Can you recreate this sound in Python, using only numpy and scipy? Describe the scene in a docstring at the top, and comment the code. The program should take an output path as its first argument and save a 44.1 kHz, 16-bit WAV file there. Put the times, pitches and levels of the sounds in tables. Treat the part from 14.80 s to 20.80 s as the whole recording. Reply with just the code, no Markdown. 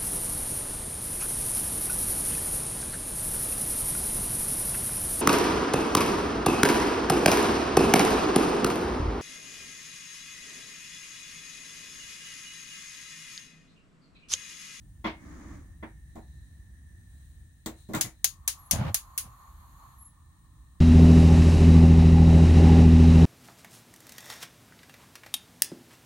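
"""At a small steel gas hob, close by. One ring burns under a pot: rumble, tube hiss, a flutter in a draught.
Knocks ring the steel top, pot and worktop; a faint hiss comes and goes. A second valve opens:
gas rushes through jet and mixing tube, the igniter snaps six times, and pooled gas catches
with a soft whoomp. The jet whistles briefly as the valve opens and again as it is turned down."""
import sys
import numpy as np
from scipy import signal
from scipy.fft import rfft, irfft, next_fast_len
from scipy.io import wavfile

SR = 44100
rng = np.random.default_rng(int(sys.argv[2]) if len(sys.argv) > 2 else 0)


def store_wav(level_fs):
    """Save 16-bit WAV to argv[1]."""
    pcm = np.round(np.clip(np.atleast_2d(level_fs), -1, 1) * 32767)
    wavfile.write(sys.argv[1], SR, pcm.T.astype(np.int16))


N = 264688
TIME = np.arange(N) / SR

# Flame and gas spectra. Each row: frequency in Hz, level in dB.
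RUMBLE_SPECTRUM = [(20, -30.5), (31, -17), (42, -0.5), (70, 4), (100, -6), (150, -10), (230, -21),
                   (310, -22.5), (420, -39.5), (800, -41), (3000, -53)]
AIR_SPECTRUM = [(100, -14), (500, -7), (1300, -5.5), (2700, -6.5), (3800, -3), (5000, -11), (6000, -8),
                (7600, -1.5), (9100, 5.5), (9900, 1), (10400, -15.5), (13500, -5.5), (14500, -18.5),
                (15500, 3)]
FLUTTER_SPECTRUM = [(100, -5), (200, -3), (310, 2.5), (410, -15.5), (900, -18.5), (1200, -13.5),
                    (1450, -20.5), (1800, -15), (2300, -22), (2600, -33), (5000, -34.5), (6700, -28),
                    (8000, -37), (15000, -51.5)]
JET_SPECTRUM = [(500, -4.5), (1000, 9.5), (2500, -10.5), (4300, -2.5), (5100, -21), (6800, -3), (9000, -16),
                (11500, 3), (13500, -5), (15500, -12)]
WHOOMP_SPECTRUM = [(25, -18.5), (50, -11), (85, -2.5), (107, 1.5), (135, -6.5), (185, -7.5), (280, -18.5),
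                   (420, -29), (560, -20), (800, -19), (1300, -27.5), (2200, -33), (4000, -39), (7000, -55),
                   (15000, -56.5)]
# Knock and spark spectra. Each row: frequency in Hz, level in dB.
PANEL_SPECTRUM = [(70, -4.5), (140, -15), (330, 4.5), (470, 0.5), (700, 3), (1150, -3.5), (1700, -2),
                  (2200, 0.5), (2600, -4.5), (3500, -6), (6000, -16), (12000, -47.5)]
CLICK_SPECTRUM = [(500, -14.5), (1500, 3), (2700, -6.5), (3600, 10), (5500, 0.5), (7500, 9), (10500, -0.5),
                  (15500, 4.5)]
WORKTOP_SPECTRUM = [(40, -11), (80, -6.5), (130, -1.5), (200, -8), (300, -8.5), (1000, -44.5)]
CRACK_SPECTRUM = [(350, -49.5), (700, -12.5), (1300, -19), (1900, -9.5), (2900, -12.5), (4800, -9.5),
                  (5900, -1.5), (6800, -4.5), (8000, -8), (10000, 2), (11500, -1.5), (14200, -2),
                  (15500, -4)]
ROOM_SPECTRUM = [(300, -29.5), (800, -20), (2000, -11), (4500, -6), (5800, -5.5), (6700, -2), (7500, -7),
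                 (8600, -5.5), (10200, 0.5), (11300, -4), (15500, -8)]
# Resonances of the mixing tubes and the hollow hiss. Each row: centre in Hz, width in Hz, level in dB.
FIRST_TUBE_BANDS = [(1797, 75, 2), (3903, 95, -15), (5940, 200, -18), (9140, 500, -15)]
SECOND_TUBE_BANDS = [(943, 160, -3), (1089, 113, 8), (1580, 520, -17), (4280, 130, -14), (6760, 60, -10),
                     (11210, 60, -15.5), (11580, 300, -21.5), (13590, 60, -14)]
SWELL_BANDS = [(3973, 240, 7.5), (7550, 2600, -7)]
# Modes of steel top, pot, and burner cap with pan supports.
# Each row: frequency in Hz, level in dB, T60 in seconds.
STEEL_TOP_MODES = [(198.7, -9.5, 0.16), (227, -4.5, 0.19), (318.9, -3.5, 0.22), (392, -13.5, 0.15),
                   (563, -19, 0.022), (618, -11, 0.12), (717, -14.5, 0.21), (933, -13.5, 0.23),
                   (1046, -9, 0.11), (1120, -11.5, .14), (1355, -17, 0.055), (1410, -14.5, 0.12),
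                   (1753, -18, .12), (1865, -16, 0.17), (2035, -6, 0.037), (2285, -16.5, 0.23),
                   (3270, -21, 0.16), (3370, -11, .12)]
COOKING_POT_MODES = [(2150, 5.5, 0.6), (2770, 3, 0.34)]
BURNER_MODES = [(3560, -12, .09), (4609, -7, .12), (5480, -6, .1), (6227, -1, .13), (6648, 0, .16),
                (7052, -3, .13), (7689, -6, .12), (9295, -5, .1), (9573, -5, .1), (9887, -4, .11),
                (10469, -3, .14), (12287, -5, .11)]
# Blows on hob and knob. Each row: start in seconds, level in dB, contact cut-off in Hz, thud in dB,
# click in dB, rattle length in seconds, pitch of the struck spot in Hz, worktop boom in dB.
BLOWS = [(0.242, -28, 3900, 2, -32.5, 0.036, 1080, -16), (1.026, -36.5, 1710, 2, -50, 0.013, 1820, -15.5),
         (1.355, -41.5, 910, 3.5, -18.5, 0.029, 770, -13), (2.860, -34.5, 1840, 3.5, 0.5, 0.01, 460, -7.5),
         (3.087, -40.5, 630, 7, -41.5, 0.038, 524, -1.5),
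         (3.135, -27, 1900, -9.5, -13.5, 0.017, 1400, -6.5),
         (3.149, -28.5, 1700, -15.5, -5, 0.021, 1200, -6.5), (3.241, -41, 2000, -3.5, -17, 0.019, 1988, -2)]
# Hiss swells. Each row: peak time in seconds, half length in seconds, hollow hiss in dB, airy hiss in dB.
HISS_SWELLS = [(1.573, 0.27, -73.5, -80), (2.424, 0.24, -76.5, -66), (3.005, 0.043, -74, -62),
               (3.13, 0.29, -70.5, -75), (5.747, 0.79, -81.5, -78.5)]
# Sparks in turn. Each row: level in dB, low shelf in dB, left-right in dB, pitch the arc favours in Hz.
IGNITER_SPARKS = [(-16, 3, -2, 7100), (-12, 2, 1, 4300), (-16, 2.5, -2.5, 8300), (-15.5, 5, 1.5, 9800),
                  (-14.5, 0.5, -4.5, 11000), (-19, -2.5, -4.5, 9900)]
# Jet tones. Each row: start in seconds, hold in seconds, starting pitch in Hz, level in dB.
JET_TONES = [(3.76, .07, 11500, -61.5), (5.169, 0.067, 11350, -55), (5.166, 0.074, 7400, -75)]
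# Flares of pooled gas. Each row: start in seconds, hold in seconds, level in dB.
GAS_FLARES = [(3.909, 0.16, -28.5), (4.424, 0.031, -49.5)]
# Likeness of the two sides. Each row: frequency in Hz, correlation.
STEREO_CORRELATION = [(30, 0.91), (125, 0.97), (250, 0.75), (500, 0.4), (1000, 0.51), (2000, 0), (16000, 0)]
# Stereo balance. Each row: frequency in Hz, left-right in dB.
STEREO_BALANCE = [(500, -0.5), (1000, 2), (1600, -4), (2100, -1), (2750, 3.5), (3400, 4.5), (4400, 2.5),
                  (5100, 5), (5800, 9), (6700, 13), (7700, 3), (9000, 1.5), (13200, 5), (15500, -0.5)]


def from_db(db):
    """Decibels to gain."""
    return 10 ** (np.asarray(db) / 20)


def unit_rms(x):
    """Scale to unit power."""
    return x / np.sqrt(np.mean(x ** 2) + 1e-20)


def at_hz(points, hz):
    """Interpolate on a log-frequency axis."""
    points_hz, values = np.transpose(points)
    return np.interp(np.log(hz + 1), np.log(points_hz), values)


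def bins_hz(size):
    """Frequencies of a real FFT."""
    return np.arange(size // 2 + 1) * SR / size


def colour(x, spectrum):
    """Minimum-phase filter; white noise keeps its power."""
    size = next_fast_len(x.shape[-1] // 2 + 2048, True) * 2
    gain = unit_rms(from_db(at_hz(spectrum, bins_hz(size))))
    cepstrum = irfft(np.log(gain))
    cepstrum[1:size // 2] *= 2
    cepstrum[size // 2 + 1:] = 0
    return irfft(rfft(x, size) * np.exp(rfft(cepstrum)))[..., :x.shape[-1]]


def diffuse(size):
    """White stereo noise, correlated below 2 kHz."""
    padded = next_fast_len(size // 2 + 1, True) * 2
    mid, side = rfft(rng.standard_normal((2, padded)))
    alike = at_hz(STEREO_CORRELATION, bins_hz(padded))
    return irfft(np.sqrt((1 + alike) / 2) * mid + np.sqrt((1 - alike) / 2) * side * [[1], [-1]])[:, :size]


def drift(rate_hz):
    """Random wander, unit RMS."""
    knots = rng.standard_normal(4096)
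    return unit_rms(np.interp(TIME * rate_hz, np.arange(len(knots)), knots))


def low_pass(x, hz, order=2):
    """Butterworth low-pass."""
    return signal.sosfilt(signal.butter(order, hz, fs=SR, output="sos"), x)


def band(x, hz, width_hz):
    """One resonance, unit peak gain."""
    return signal.lfilter(*signal.iirpeak(hz, hz / width_hz, fs=SR), x)


def ramp(start_s, length_s):
    """Linear move from 0 to 1."""
    return np.clip((TIME - start_s) / length_s, 0, 1)


def envelope(start_s, attack_s, hold_s, t60_s):
    """Rise, hold, exponential decay."""
    fall_db = -60 * np.clip((TIME - start_s - attack_s - hold_s) / t60_s, 0, 2)
    return ramp(start_s, attack_s) * from_db(fall_db)


def pan(side_db):
    """Channel gains for a left-right difference."""
    return from_db(np.array([[side_db], [-side_db]]) / 2)


def add(out, start_s, sound):
    """Mix a sound in."""
    at = round(start_s * SR)
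    out[:, at:at + sound.shape[1]] += sound[:, :N - at]


def tube_hiss(resonances, treble_gain=1):
    """Gas turbulence rings in a tube's resonances; unit RMS."""
    turbulence, out = diffuse(N), 0
    for hz, width_hz, db in resonances:
        gain = from_db(db) * (treble_gain if hz > SR / 8 else 1)
        out += gain * band(band(turbulence, hz, 2 * width_hz), hz, 2 * width_hz)
    return unit_rms(out)


def first_ring(throb_db=1, waver_db=1.1, settle_s=0.99):
    """A flame rumbles and flutters once in a draught; its tube hiss builds as it settles."""
    away = ramp(start_s=2.26, length_s=1)   # listener moves to the second ring
    rumble_db = -49 - 4.5 * away - throb_db * drift(17)
    rumble = from_db(rumble_db) * colour(diffuse(N), RUMBLE_SPECTRUM)
    tube_db = -78 + 9 * ramp(0, settle_s) - 6.5 * away + waver_db * drift(21)
    hiss = from_db(tube_db) * tube_hiss(FIRST_TUBE_BANDS)
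    draught = envelope(start_s=0.33, attack_s=0.16, hold_s=0.26, t60_s=0.54)
    flutter = draught * from_db(-48) * colour(diffuse(N), FLUTTER_SPECTRUM)
    air = from_db(-68) * colour(diffuse(N), AIR_SPECTRUM)
    return rumble + hiss + flutter + air


def struck_metal(modes, t, rattle_s, uneven_db=7.5):
    """Modes swell during contact, then ring down; each blow weights them anew."""
    swell = np.sqrt(np.minimum(t / (rattle_s / 2), 1))
    out = 0
    for hz, db, t60_s in modes:
        phase, strength, apart = rng.standard_normal(3)
        side_rad = apart * (1 - at_hz(STEREO_CORRELATION, hz)) * np.array([[1], [-1]])
        fall_db = -60 * np.maximum(t - rattle_s / 2, 0) / t60_s
        tone = np.sin(2 * np.pi * (hz * t + phase) + side_rad)
        out += from_db(db + uneven_db * strength + fall_db) * swell * tone
    return out


def knocks(panel_t60_s=0.22, click_t60_s=0.15, boom_t60_s=0.16, pot_db_per_octave=19):
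    """Blows rattle the steel top and click; top, pot and worktop ring on."""
    out, t = np.zeros((2, N)), TIME[:SR // 2]
    rise = np.minimum(t / 0.0072, 1)
    for start_s, db, contact_hz, thud_db, click_db, rattle_s, spot_hz, boom_db in BLOWS:
        after_s = np.maximum(t - rattle_s, 0)
        panel = colour(diffuse(len(t)) * rise * from_db(-6 - 60 * after_s / panel_t60_s), PANEL_SPECTRUM)
        panel += from_db(-1) * struck_metal(STEEL_TOP_MODES, t, rattle_s, uneven_db=0.5)
        panel += band(panel, spot_hz, width_hz=0.14 * spot_hz)
        panel += (from_db(thud_db) - 1) * low_pass(panel, hz=450, order=1)
        panel = low_pass(panel, contact_hz)   # soft contact, less treble
        strike = from_db(-5 - 60 * after_s / click_t60_s) + from_db(-60 * t / 0.025)
        click = from_db(click_db) * colour(diffuse(len(t)) * strike, CLICK_SPECTRUM)
        boom = colour(diffuse(len(t)) * from_db(boom_db - 60 * after_s / boom_t60_s), WORKTOP_SPECTRUM)
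        pot_db = -24.5 + pot_db_per_octave * np.log2(contact_hz / 3960)   # hard contact, more ring
        pot = from_db(pot_db) * struck_metal(COOKING_POT_MODES, t, rattle_s)
        add(out, start_s, from_db(db) * (panel + click + boom + pot))
    return out


def hiss_swells():
    """A faint hiss, part hollow and part airy, comes and goes."""
    hollow, airy = tube_hiss(SWELL_BANDS), colour(diffuse(N), AIR_SPECTRUM)
    out = 0
    for peak_s, half_s, hollow_db, airy_db in HISS_SWELLS:
        bump = np.exp(-np.minimum(((TIME - peak_s) / half_s) ** 2, 20))
        out += bump * (from_db(hollow_db) * hollow + from_db(airy_db) * airy)
    return out


def sparks(first_s=3.2096, period_s=0.2335, crack_s=0.0036, rise_s=0.00042, scatter_t60_s=0.012,
           early_t60_s=0.05, room_t60_s=0.17, spiky_db=4, shelf_hz=8200, right_lag_s=0.00015):
    """Each arc cracks and scatters between hob and pots; burner and room ring after it."""
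    out, t = np.zeros((2, N)), TIME[:SR // 3]
    scatter_db = np.where(t < crack_s, -2.5 * t / crack_s, -9 - 60 * (t - crack_s) / scatter_t60_s)
    early_echoes = from_db(-5 - 60 * t / early_t60_s) * (t > crack_s)
    crack_gain = (from_db(scatter_db) + early_echoes) * np.minimum(t / rise_s, 1)
    room_gain = from_db(-25.5 - 60 * t / room_t60_s) * np.minimum(t / 0.005, 1)
    high_pass = signal.butter(3, shelf_hz, "high", fs=SR, output="sos")
    # echo paths shared by all sparks
    paths = unit_rms(rng.standard_normal((2, len(t))) * from_db(spiky_db * rng.standard_normal(len(t))))
    walls = diffuse(len(t))
    for k, (db, shelf_db, side_db, focus_hz) in enumerate(IGNITER_SPARKS):
        crack = colour((0.75 * paths + 0.65 * diffuse(len(t))) * crack_gain, CRACK_SPECTRUM)
        room = colour(0.7 * (walls + diffuse(len(t))) * room_gain, ROOM_SPECTRUM)
        metal = from_db(-25.5) * struck_metal(BURNER_MODES, t, crack_s, uneven_db=-2)
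        snap = (from_db(db) * (crack + metal) + room) * pan(side_db)
        snap += from_db(-6) * band(snap, focus_hz, width_hz=900)
        snap = signal.sosfilt(high_pass, snap) + from_db(shelf_db) * low_pass(snap, shelf_hz, order=3)
        snap[1] = np.interp(t - right_lag_s, t, snap[1], left=0)
        add(out, first_s + k * period_s, snap)
    return out


def second_ring(open_s=3.4, turn_down_s=5.138, low_flow=0.27, waver_db=1.7):
    """Gas rushes through jet and tube; valve flow sets both levels and the tube's brightness."""
    turned_down = ramp(turn_down_s, length_s=0.156)
    flow = ramp(open_s, length_s=0.4) * (1 - (1 - low_flow) * turned_down)
    jet_gain = flow ** 2
    roar = flow * from_db(-59 + waver_db * drift(23)) * tube_hiss(SECOND_TUBE_BANDS, jet_gain)
    jet = jet_gain * from_db(-64.5) * colour(diffuse(N), JET_SPECTRUM)
    return pan(side_db=-2) * (roar + jet + jet_whistles())


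def jet_whistles(sag_hz_per_s=3000, waver_hz=50, flicker_db=3.5):
    """The jet sings thin, unsteady tones that sag in pitch."""
    out = 0
    for start_s, hold_s, start_hz, db in JET_TONES:
        hz = start_hz - sag_hz_per_s * np.clip(TIME - start_s, 0, 1) + waver_hz * drift(300)
        gate = envelope(start_s, attack_s=0.043, hold_s=hold_s, t60_s=0.14)
        rms = from_db(db + flicker_db * drift(74)) * gate
        out += np.sqrt(2) * rms * np.sin(2 * np.pi * np.cumsum(hz) / SR)
    return out


def whoomp(ragged_db=1.5, tongues_per_s=220, attack_s=0.025, t60_s=0.11):
    """The flame front tears through pooled gas in ragged tongues."""
    burn = unit_rms(diffuse(N) * from_db(ragged_db * drift(tongues_per_s)))
    flares = sum(from_db(db) * envelope(start_s, attack_s, hold_s, t60_s)
                 for start_s, hold_s, db in GAS_FLARES)
    return colour(burn * flares, WHOOMP_SPECTRUM)


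def scene():
    """Both rings, hiss swells, ignition, knocks and igniter."""
    return first_ring() + second_ring() + hiss_swells() + whoomp() + knocks() + sparks()


def record(dry, ceiling=1.2, cutoff_hz=15800):
    """Colour the two sides differently, round the peaks, cut the top."""
    size = next_fast_len(N // 2 + 1024, True) * 2
    balance = from_db(at_hz(STEREO_BALANCE, bins_hz(size)) * np.array([[0.5], [-0.5]]))
    coloured = irfft(rfft(dry, size) * balance)[:, :N]
    rounded = ceiling * np.tanh(coloured / ceiling)
    return signal.sosfilt(signal.ellip(12, 0.2, 80, cutoff_hz, fs=SR, output="sos"), rounded)


dry = scene()
out = record(dry)
store_wav(out)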